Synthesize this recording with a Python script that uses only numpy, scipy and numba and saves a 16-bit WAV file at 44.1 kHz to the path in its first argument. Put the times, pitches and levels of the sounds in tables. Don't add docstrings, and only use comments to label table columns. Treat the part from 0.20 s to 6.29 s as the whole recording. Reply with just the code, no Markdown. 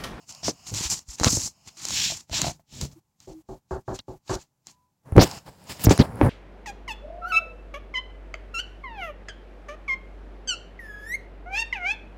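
import sys
import numpy as np
from scipy import signal
from scipy.fft import rfft, irfft, next_fast_len
from scipy.io import wavfile
from scipy.ndimage import uniform_filter1d, minimum_filter1d
from numba import njit

SR = 44100
rng = np.random.default_rng(int(sys.argv[2]) if len(sys.argv) > 2 else 0)


def waveform_to_disk(signal):
    frames = np.transpose(np.atleast_2d(signal))
    scaled = np.clip(frames, -1, 1) * 32767
    samples = np.round(scaled).astype(np.int16)
    wavfile.write(sys.argv[1], SR, samples)


N = 268745
TIME = np.arange(N) / SR

# t/s, length/s, hiss/dB, rasp/dB, rumble/dB
CASE_STROKES = [(0.092, 0.021, -41, -52, -55), (0.245, 0.057, -33.5, -41.5, -37.5),
                (0.468, 0.038, -36.5, -45, -52), (0.54, 0.14, -31.5, -36, -50),
                (0.7, 0.045, -25.5, -35.5, -40), (0.755, 0.039, -39, -51, -52.5),
                (0.888, 0.071, -43, -52.5, -63), (0.985, 0.11, -41.5, -42.5, -48),
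                (1.048, 0.038, -25, -28.5, -26.5), (1.09, 0.081, -23.5, -39.5, -31),
                (1.17, 0.11, -30.5, -44.5, -42.5), (1.475, 0.017, -44.5, -46.5, -54),
                (1.57, 0.25, -42.5, -45.5, -69), (1.62, 0.356, -33.5, -40.5, -44.5),
                (1.97, 0.041, -45, -52.5, -70), (2.125, 0.16, -34, -33.5, -38.5),
                (2.255, 0.064, -40, -45, -37), (2.525, 0.15, -49, -55.5, -43),
                (2.61, 0.044, -39.5, -45.5, -33), (2.715, 0.018, -58.5, -63.5, -48)]
# t/s, length/s, level/dB
HISS_BREATHS = [(3.003, 0.06, -62.5), (3.745, 0.022, -45), (4.078, 0.046, -50), (4.19, 0.04, -54.5),
                (4.47, 0.046, -55)]
# f/Hz, level/dB
HISS_SPECTRUM = [(1470, -47.5), (2500, -33), (3550, -24.5), (3830, -21.5), (4140, -9), (5690, 0),
                 (7350, 1.5), (8000, -7), (9890, -16), (15200, -24.5), (16000, -30)]
RASP_SPECTRUM = [(150, -12.5), (320, 5), (480, -16), (880, 2), (1600, -4.5), (2300, -1), (3500, 0),
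                 (4400, 4.5), (7000, -13), (12000, -43.5)]
RUMBLE_SPECTRUM = [(25, -8.5), (60, 1.5), (130, 4), (220, -2), (340, -12.5), (600, -17), (1500, -37.5)]
def rubbing():
    hiss_gain, rasp_gain, rumble_gain = slide_gains(CASE_STROKES)
    rap_breaths = [(start, 0.062, db) for start, _, db in DOOR_RAPS]
    breath_gain, = slide_gains(list(HISS_BREATHS) + rap_breaths)
    hiss = friction(HISS_SPECTRUM, slips_per_s=22000, spread_db=0, catch_db=1.6, catch_hz=90)
    rasp = friction(RASP_SPECTRUM, slips_per_s=8000, spread_db=1, catch_db=1.8, catch_hz=200)
    rumble = friction(RUMBLE_SPECTRUM, slips_per_s=1500, spread_db=1, catch_db=2, catch_hz=50)
    return (hiss * (hiss_gain + breath_gain) + rasp * (rasp_gain + breath_gain * undb(-2))
            + rumble * rumble_gain)


# t/s, level/dB, thud f/Hz, relative contact/dB
FINGER_BUMPS = [(0.282, -21.5, 228, 4), (0.607, -28.5, 165, -9), (0.653, -29, 67, -31),
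                (0.884, -34.5, 53.4, -42), (1.008, -27, 69.5, -10), (1.012, -15, 276, -8),
                (1.067, -13, 195, -4), (1.13, -18.5, 243, -22), (1.171, -22.5, 99, -5.5),
                (2.113, -29, 78, -18), (4.923, -17, 91, -16.5), (4.964, -5.5, 74, -9),
                (4.9715, -4, 150, -14), (4.9801, 7.5, 441, -16), (4.9864, -0.5, 106, -10),
                (4.993, -12.5, 187, 4.5), (5.0146, -16, 303, 5), (5.022, -4.5, 256, -4.5),
                (5.669, -4, 101, -8), (5.687, -7, 84, -11), (5.709, -15.5, 134, 7.5),
                (5.799, 1, 223, -17.5), (6.0134, -10.5, 300, 3.5), (6.03, -9, 82.4, -11)]
# f/Hz, level/dB
CONTACT_SPECTRUM = [(120, -19), (280, 7), (480, 1.5), (800, -4), (1300, -15.5), (2200, -21), (4000, -40.5),
                    (9000, -58)]
def bumps():
    out, t = np.zeros(N), TIME[:4096]
    for start, db, hz, contact_db in FINGER_BUMPS:
        rocking = np.sin(2 * np.pi * hz * t) * np.exp(-1.3 * hz * t)
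        thud = lowpass(rocking, np.full(len(t), hz * 4), damping=1.4)
        noise_tail = undb(-28.5) * rng.standard_normal(len(t)) * np.exp(-t / 0.013)
        contact = colour((t == 0) + noise_tail, CONTACT_SPECTRUM)
        bump = undb(2) * unit_peak(thud) + undb(contact_db + 5.5) * unit_peak(contact)
        add(out, start, bump * undb(db))
    return out


# t/s, length/s, hiss/dB, rustle/dB, rumble/dB
PALM_SHIFTS = [(4.858, 0.28, -100, -49.5, -46), (5.04, 0.038, -38.5, -35.5, -35.5),
               (5.085, 0.097, -47.5, -46.5, -45), (5.262, 0.034, -50.5, -48, -43.5),
               (5.32, 0.51, -58, -54, -52), (5.495, 0.034, -38.5, -43.5, -42),
               (5.595, 0.081, -40, -46.5, -45), (5.7, 0.04, -34, -30, -27), (5.81, 0.048, -48, -33.5, -34),
               (5.86, 0.5, -58, -39, -31), (6.022, 0.053, -77, -28.5, -16)]
# f/Hz, level/dB
PALM_HISS_SPECTRUM = [(1200, -6), (2200, -2), (2800, -2), (3500, -3.5), (5200, 0.5), (6200, -11.5),
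                      (7500, -2), (9500, -12), (15500, -12)]
PALM_RUSTLE_SPECTRUM = [(450, 9), (880, 12.5), (1250, 3), (1550, 2.5), (2500, -9), (4500, -30),
                        (7800, -39.5), (9200, -13), (11000, -17), (15000, -39)]
PALM_RUMBLE_SPECTRUM = [(25, -9), (80, 9.5), (150, 10.5), (350, -2), (550, -1), (1200, -45)]
def palm():
    hiss_gain, rustle_gain, rumble_gain = slide_gains(PALM_SHIFTS, attack_db_per_s=664,
                                                      release_db_per_s=198)
    hiss = friction(PALM_HISS_SPECTRUM, slips_per_s=16000, spread_db=0, catch_db=1, catch_hz=20)
    rustle = friction(PALM_RUSTLE_SPECTRUM, slips_per_s=6000, spread_db=1, catch_db=1, catch_hz=80)
    rumble = friction(PALM_RUMBLE_SPECTRUM, slips_per_s=3000, spread_db=1, catch_db=1, catch_hz=60)
    return hiss * hiss_gain + rustle * rustle_gain + rumble * rumble_gain


# t/s, length/s, level/dB, upper edge at start f/Hz, at end f/Hz, edge damping, relative thud/dB
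PORT_SCUFFS = [(0.228, 0.087, -29.5, 5540, 5830, 0.43, -36), (1.03, 0.068, -31.5, 1330, 1220, 0.44, -6),
               (3.787, 0.018, -39.5, 3200, 4300, 0.37, -7.5), (4.953, 0.073, -25.5, 725, 1510, 4.6, 13),
               (4.991, 0.057, -20, 4300, 7350, 2.2, -4), (5.008, 0.037, -28.5, 13500, 15500, 3.2, -15),
               (5.602, 0.064, -38.5, 17500, 17500, 1.3, -14), (5.636, 0.017, -23, 15400, 13500, 1.2, -18),
               (5.642, 0.025, -28, 7700, 5760, 0.52, 5.5), (5.693, 0.0068, -23.5, 4960, 7200, 3.4, -7),
               (5.703, 0.028, -22.5, 6950, 6700, 4.3, 9), (5.787, 0.042, -23.5, 5830, 3700, 7.5, 10.5),
               (6.016, 0.24, -38.5, 1650, 1540, 0.52, 12)]
def scuffs():
    out = np.zeros(N)
    drag = friction(PALM_RUMBLE_SPECTRUM, slips_per_s=6000, spread_db=.5, catch_db=.5, catch_hz=100)
    for start, length, db, start_hz, end_hz, damping, thud_db in PORT_SCUFFS:
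        n = int(length * SR)
        edge_hz = np.geomspace(start_hz, end_hz, n)
        hiss = lowpass(rng.standard_normal(N)[:n], edge_hz, damping)
        hiss = lowpass(hiss, edge_hz, damping=0.23)
        hiss = hiss - lowpass(hiss, edge_hz * 0.04, damping=3.6)
        thud = undb(thud_db) * unit_rms(np.roll(drag, -int(start * SR))[:n])
        envelope = np.sin(np.pi * np.arange(n) / n) ** 0.55
        add(out, start, (unit_rms(hiss) + thud) * envelope * undb(db))
    return out


# t/s, level/dB, relative body below 2.5 kHz/dB
CASE_TICKS = [(0.094, -37, -20), (0.1242, -29.5, -7), (0.1495, -30.5, -15), (0.5399, -18.5, -3.5),
              (0.547, -18, -6), (0.7916, -29, -9), (0.999, -11, 6), (1.0337, -6.5, 13), (1.0382, -7.5, -17),
              (1.045, 0.5, 6), (1.275, -30.5, 14), (1.6527, -11.5, -5), (1.686, -14.5, -5),
              (1.7068, -16, 0), (2.0965, -36, -3), (2.2169, -5.5, -4.5), (2.613, -15, -4.5),
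              (3.003, -36.5, -22.5), (3.7906, -27.5, 2), (4.142, -19.5, 8), (4.152, -25.5, -12),
              (4.47, -26.5, -7.5), (4.9662, -24, 12), (5.113, -22.5, -7), (5.71, -32, 4),
              (5.7772, -15.5, 11)]
# f/Hz, level/dB
TICK_SPECTRUM = [(200, -3), (1100, 2.5), (2500, -6.5), (4100, -1), (5500, 6), (7300, 4), (9000, -13.5),
                 (16000, -19)]
def ticks(ring_hz=4050, ring_db=-17.5, ring_t60_s=0.03):
    out, t = np.zeros(N), TIME[:4096]
    ring = undb(ring_db - 60 * t / ring_t60_s) * np.sin(2 * np.pi * ring_hz * t)
    _, poles = signal.iirpeak(ring_hz, Q=1.5, fs=SR)
    dispersion = np.tile(np.r_[poles[::-1], poles], (4, 1))
    decay = undb(-17) * np.exp(-t / 0.0005) + undb(-36) * np.exp(-t / 0.0031)
    for start, db, body_db in CASE_TICKS:
        crack = colour((t == 0) + rng.standard_normal(len(t)) * decay, TICK_SPECTRUM)
        crack = colour(crack, [(20, body_db + 5), (1800, body_db - 1.5), (3500, 0)])
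        crack = signal.sosfilt(dispersion, crack)
        add(out, start, (unit_peak(crack) + ring) * undb(db))
    return out


# t/s, length/s, level/dB
CLOTH_SWIPES = [(0.617, 0.082, -33), (1.651, 0.34, -24.5), (2.102, 0.12, -27), (2.452, 0.27, -49.5)]
# f/Hz, level/dB
SWIPE_SPECTRUM = [(1200, -36.5), (1600, -8.5), (2000, -10), (2450, -3), (3450, 0.5), (4200, 0.5),
                  (4900, -2), (5500, 3), (6200, -4), (7400, 1), (8500, -24)]
def swipes():
    gain = np.zeros(N)
    for start, length, db in CLOTH_SWIPES:
        add(gain, start, np.hanning(int(length * SR)) * undb(db))
    return gain * friction(SWIPE_SPECTRUM, slips_per_s=20000, spread_db=0, catch_db=1.1, catch_hz=130)


# t/s, peak level/dB
FINGER_TAPS = [(0.232, -32), (1.902, -28.5), (1.921, -26), (2.097, -34.5), (2.132, -25.5), (2.194, -27.5),
               (2.245, -15.5), (2.268, -16.5), (2.281, -20.5), (2.296, -23.5), (2.309, -28), (2.396, -46.5)]
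# f/Hz, level/dB, t60/s
CASE_MODES = [(165, -6.5, 0.0733), (325, -6, 0.028), (663, 0.5, 0.04), (847, -8, 0.033),
              (1410, -12.5, 0.0078), (2010, -13, 0.008)]
def taps(grip_detune=0.096):
    out, t = np.zeros(N), TIME[:4096]
    for start, db in FINGER_TAPS:
        shifts = 1 + grip_detune * rng.uniform(-0.79, 1, len(CASE_MODES))
        ring = sum(undb(mode_db - 60 * t / t60) * np.sin(2 * np.pi * hz * shift * t)
                   for (hz, mode_db, t60), shift in zip(CASE_MODES, shifts))
        add(out, start, unit_peak(ring) * undb(db))
    return out


# t/s, peak level/dB
GRIP_CREAKS = [(4.9214, -41.5), (4.936, -46), (4.965, -27.5), (5.44, -46), (5.778, -22), (5.957, -40)]
# f/Hz, level/dB
CREAK_SPECTRUM = [(4000, -36), (7500, -13), (9700, 7), (11500, -5), (15500, -17)]
def creaks(decay_s=0.00082):
    out, t = np.zeros(N), TIME[:1024]
    for start, db in GRIP_CREAKS:
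        slip = colour(rng.standard_normal(len(t)) * np.exp(-t / decay_s), CREAK_SPECTRUM)
        add(out, start, unit_peak(slip) * undb(db))
    return out


# t/s, rap level/dB, hiss level/dB
DOOR_RAPS = [(3.073, -49, -60.5), (3.288, -44, -65), (3.509, -35.5, -59), (3.679, -36.5, -58),
             (3.881, -44.5, -66), (4.095, -33, -40)]
# f/Hz, level/dB, t60/s
PANEL_MODES = [(119, -5.5, 1), (377, 3, 1), (526.4, -8.5, 0.98), (672, -9, 0.34), (818, -11.5, 0.8),
               (886, -8, 0.5), (1011, -15.5, 0.31), (1122, -12.5, 0.21), (1170, -19.5, 0.26),
               (1600, -28, 0.3)]
# f/Hz, level/dB
HALLWAY_SPECTRUM = [(40, 6.5), (110, 4), (210, -2), (380, 4), (460, -3), (800, 0), (1200, -16.5),
                    (1800, -29), (2800, -70)]
def knocks(firm_rap_db=-34, firm_hold_s=0.079):
    out, t = np.zeros(N), TIME[:12000]
    panel = sum(undb(mode_db - 60 * t / t60) * np.sin(2 * np.pi * (hz * t + rng.random()))
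                for hz, mode_db, t60 in PANEL_MODES)
    attack = np.tanh(t / 0.0008)
    for start, db, _ in DOOR_RAPS:
        force_db = db - firm_rap_db
        treble_db = 10 + 1.34 * force_db
        hold_s = firm_hold_s * undb(0.07 * force_db)
        hallway = colour(rng.standard_normal(len(t)) * undb(-60 * t / 1.5), HALLWAY_SPECTRUM)
        envelope = attack * (np.exp(-(t / hold_s) ** 4) + undb(-62))
        rap = (unit_rms(panel) + undb(2) * unit_rms(hallway)) * envelope
        brightness = [(20, 2), (800, -2.5), (1500, treble_db), (3000, treble_db + 4), (9000, -25.5)]
        add(out, start, unit_rms(colour(rap, brightness)) * undb(db))
    return out


# t/s, level/dB, f/Hz
LOW_THUMPS = [(0.512, -22.5, 106.4), (2.222, -23.5, 152.2), (2.613, -24, 140.4)]
def thumps(t60_s=0.22):
    out, t = np.zeros(N), TIME[:12000]
    rumble = undb(-6) * unit_rms(colour(rng.standard_normal(N), RUMBLE_SPECTRUM))
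    for start, db, hz in LOW_THUMPS:
        boom = np.sin(2 * np.pi * hz * t) + np.roll(rumble, -int(start * SR))[:len(t)]
        add(out, start, boom * np.tanh(hz * t) * undb(db - 60 * t / t60_s))
    return out


# t/s, length/s, level/dB
WASH_SPANS = [(0.0, 0.048, -60.5), (0.09, 0.13, -50.5), (0.33, 0.49, -51.5), (1.31, 0.39, -62.5),
              (5.06, 0.13, -45), (5.47, 0.11, -52), (5.735, 0.041, -42)]
# f/Hz, level/dB
WASH_SPECTRUM = [(400, -18.5), (680, 10), (830, 4.5), (1050, 7), (1700, -9.5), (2500, 1.5), (2900, 6.5),
                 (3550, -13.5), (4600, 4.5), (5200, 9.5), (6000, -0.5), (6800, 8), (8500, -7.5),
                 (12000, -19.5)]
def hollow_wash():
    gain, = slide_gains(WASH_SPANS)
    return gain * friction(WASH_SPECTRUM, slips_per_s=30000, spread_db=0, catch_db=.7, catch_hz=50)


# t/s, length/s, f/Hz, level/dB
FAINT_TONES = [(2.755, 0.038, 327, -51), (3.099, 0.12, 318, -44), (4.45, 0.27, 995, -70)]
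def tones():
    out = np.zeros(N)
    for start, length, hz, db in FAINT_TONES:
        t = TIME[:int(length * SR)]
        swell = np.sqrt(2) * undb(db) * np.sin(np.pi * t / length)
        add(out, start, swell * np.sin(2 * np.pi * hz * t))
    return out


# f/Hz, level/dB
ROOM_SPECTRUM = [(40, 0), (140, 9), (450, -11), (770, -9), (830, -2), (880, -6), (1200, -14), (1600, -18.5),
                 (3500, -21), (5200, -18), (7400, -16.5), (8600, -21.5)]
def room_tone(foreground, open_level_db=-61, threshold_db=-54.5, deepest_cut_db=-14, hold_s=0.0092):
    level_db = 10 * np.log10(uniform_filter1d(foreground ** 2, size=128).clip(1e-12))
    hold = int(hold_s * SR)
    held_db = -minimum_filter1d(-level_db, hold, origin=(hold - 1) // 2)
    cut_db = np.clip(0.7 * (held_db - threshold_db), deepest_cut_db, 0)
    gain = undb(open_level_db + uniform_filter1d(cut_db, size=128))
    return gain * unit_rms(colour(rng.standard_normal(N), ROOM_SPECTRUM))


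def friction(spectrum, slips_per_s, spread_db, catch_db, catch_hz):
    slips = (rng.random(N) < slips_per_s / SR) * rng.standard_normal(N)
    slips *= undb(spread_db * rng.exponential(size=N))
    catching = undb(catch_db * wander(catch_hz))
    return unit_rms(colour(slips * catching, spectrum))


def slide_gains(rows, attack_db_per_s=647, release_db_per_s=478.5, grab_db=7, grab_s=0.0009):
    power = 0
    for start, length, *levels in rows:
        before, after = np.maximum(start - TIME, 0), np.maximum(TIME - start - length, 0)
        from_middle = np.clip(2 * (TIME - start) / length - 1, -1, 1)
        swell_db = -23.5 * length * from_middle ** 2
        step_db = grab_db * np.tanh((before + after) / grab_s)
        fade_db = np.minimum(attack_db_per_s * before + release_db_per_s * after, 200)
        power = power + np.outer(undb(levels), undb(swell_db - step_db - fade_db)) ** 2
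    return np.sqrt(power)


def wander(rate_hz):
    step = max(int(SR / rate_hz), 1)
    stairs = np.repeat(rng.standard_normal(N)[:N // step + 1], step)
    return unit_rms(uniform_filter1d(stairs, step)[:N])


def colour(x, spectrum):
    hz, db = np.transpose(spectrum)
    size = 2 * next_fast_len(len(x))
    f = np.maximum(np.arange(size // 2 + 1) * SR / size, 1)
    response_db = np.interp(np.log(f), np.log(hz), db) + 12 * np.minimum(np.log2(f / hz[0]), 0)
    cepstrum = irfft(np.log(undb(response_db)))
    cepstrum[1:size // 2] *= 2
    cepstrum[size // 2 + 1:] = 0
    return irfft(rfft(x, size) * np.exp(rfft(cepstrum)))[:len(x)]


@njit
def lowpass(x, hz, damping):
    y, band_state, low_state = np.empty(len(x)), 0., 0.
    for i in range(len(x)):
        g = np.tan(np.pi * min(hz[i] / SR, .45))
        band = (band_state + g * (x[i] - low_state)) / (1 + g * (g + damping))
        y[i] = low_state + g * band
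        band_state, low_state = 2 * band - band_state, 2 * y[i] - low_state
    return y


def undb(db):
    return 10 ** (np.asarray(db) / 20)


def unit_rms(x):
    return x / np.sqrt(np.mean(x ** 2))


def unit_peak(x):
    return x / abs(x).max()


def add(out, start_s, x):
    i = max(int(start_s * SR), 0)
    out[i:i + len(x)] += x[:max(N - i, 0)]


def scene():
    sliding = rubbing() + hollow_wash() + swipes() + palm() + scuffs()
    impacts = ticks() + creaks() + taps() + bumps() + thumps() + knocks()
    foreground = sliding + impacts + tones()
    return (foreground + room_tone(foreground))[None]


def record(dry):
    bass_cut = signal.butter(2, 32, "high", fs=SR, output="sos")
    top_cut = signal.ellip(10, .2, 80, 16100, fs=SR, output="sos")
    clipped = np.clip(signal.sosfilt(bass_cut, dry), -.97, .97)
    return signal.sosfilt(top_cut, clipped)


dry = scene()
out = record(dry)
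waveform_to_disk(out)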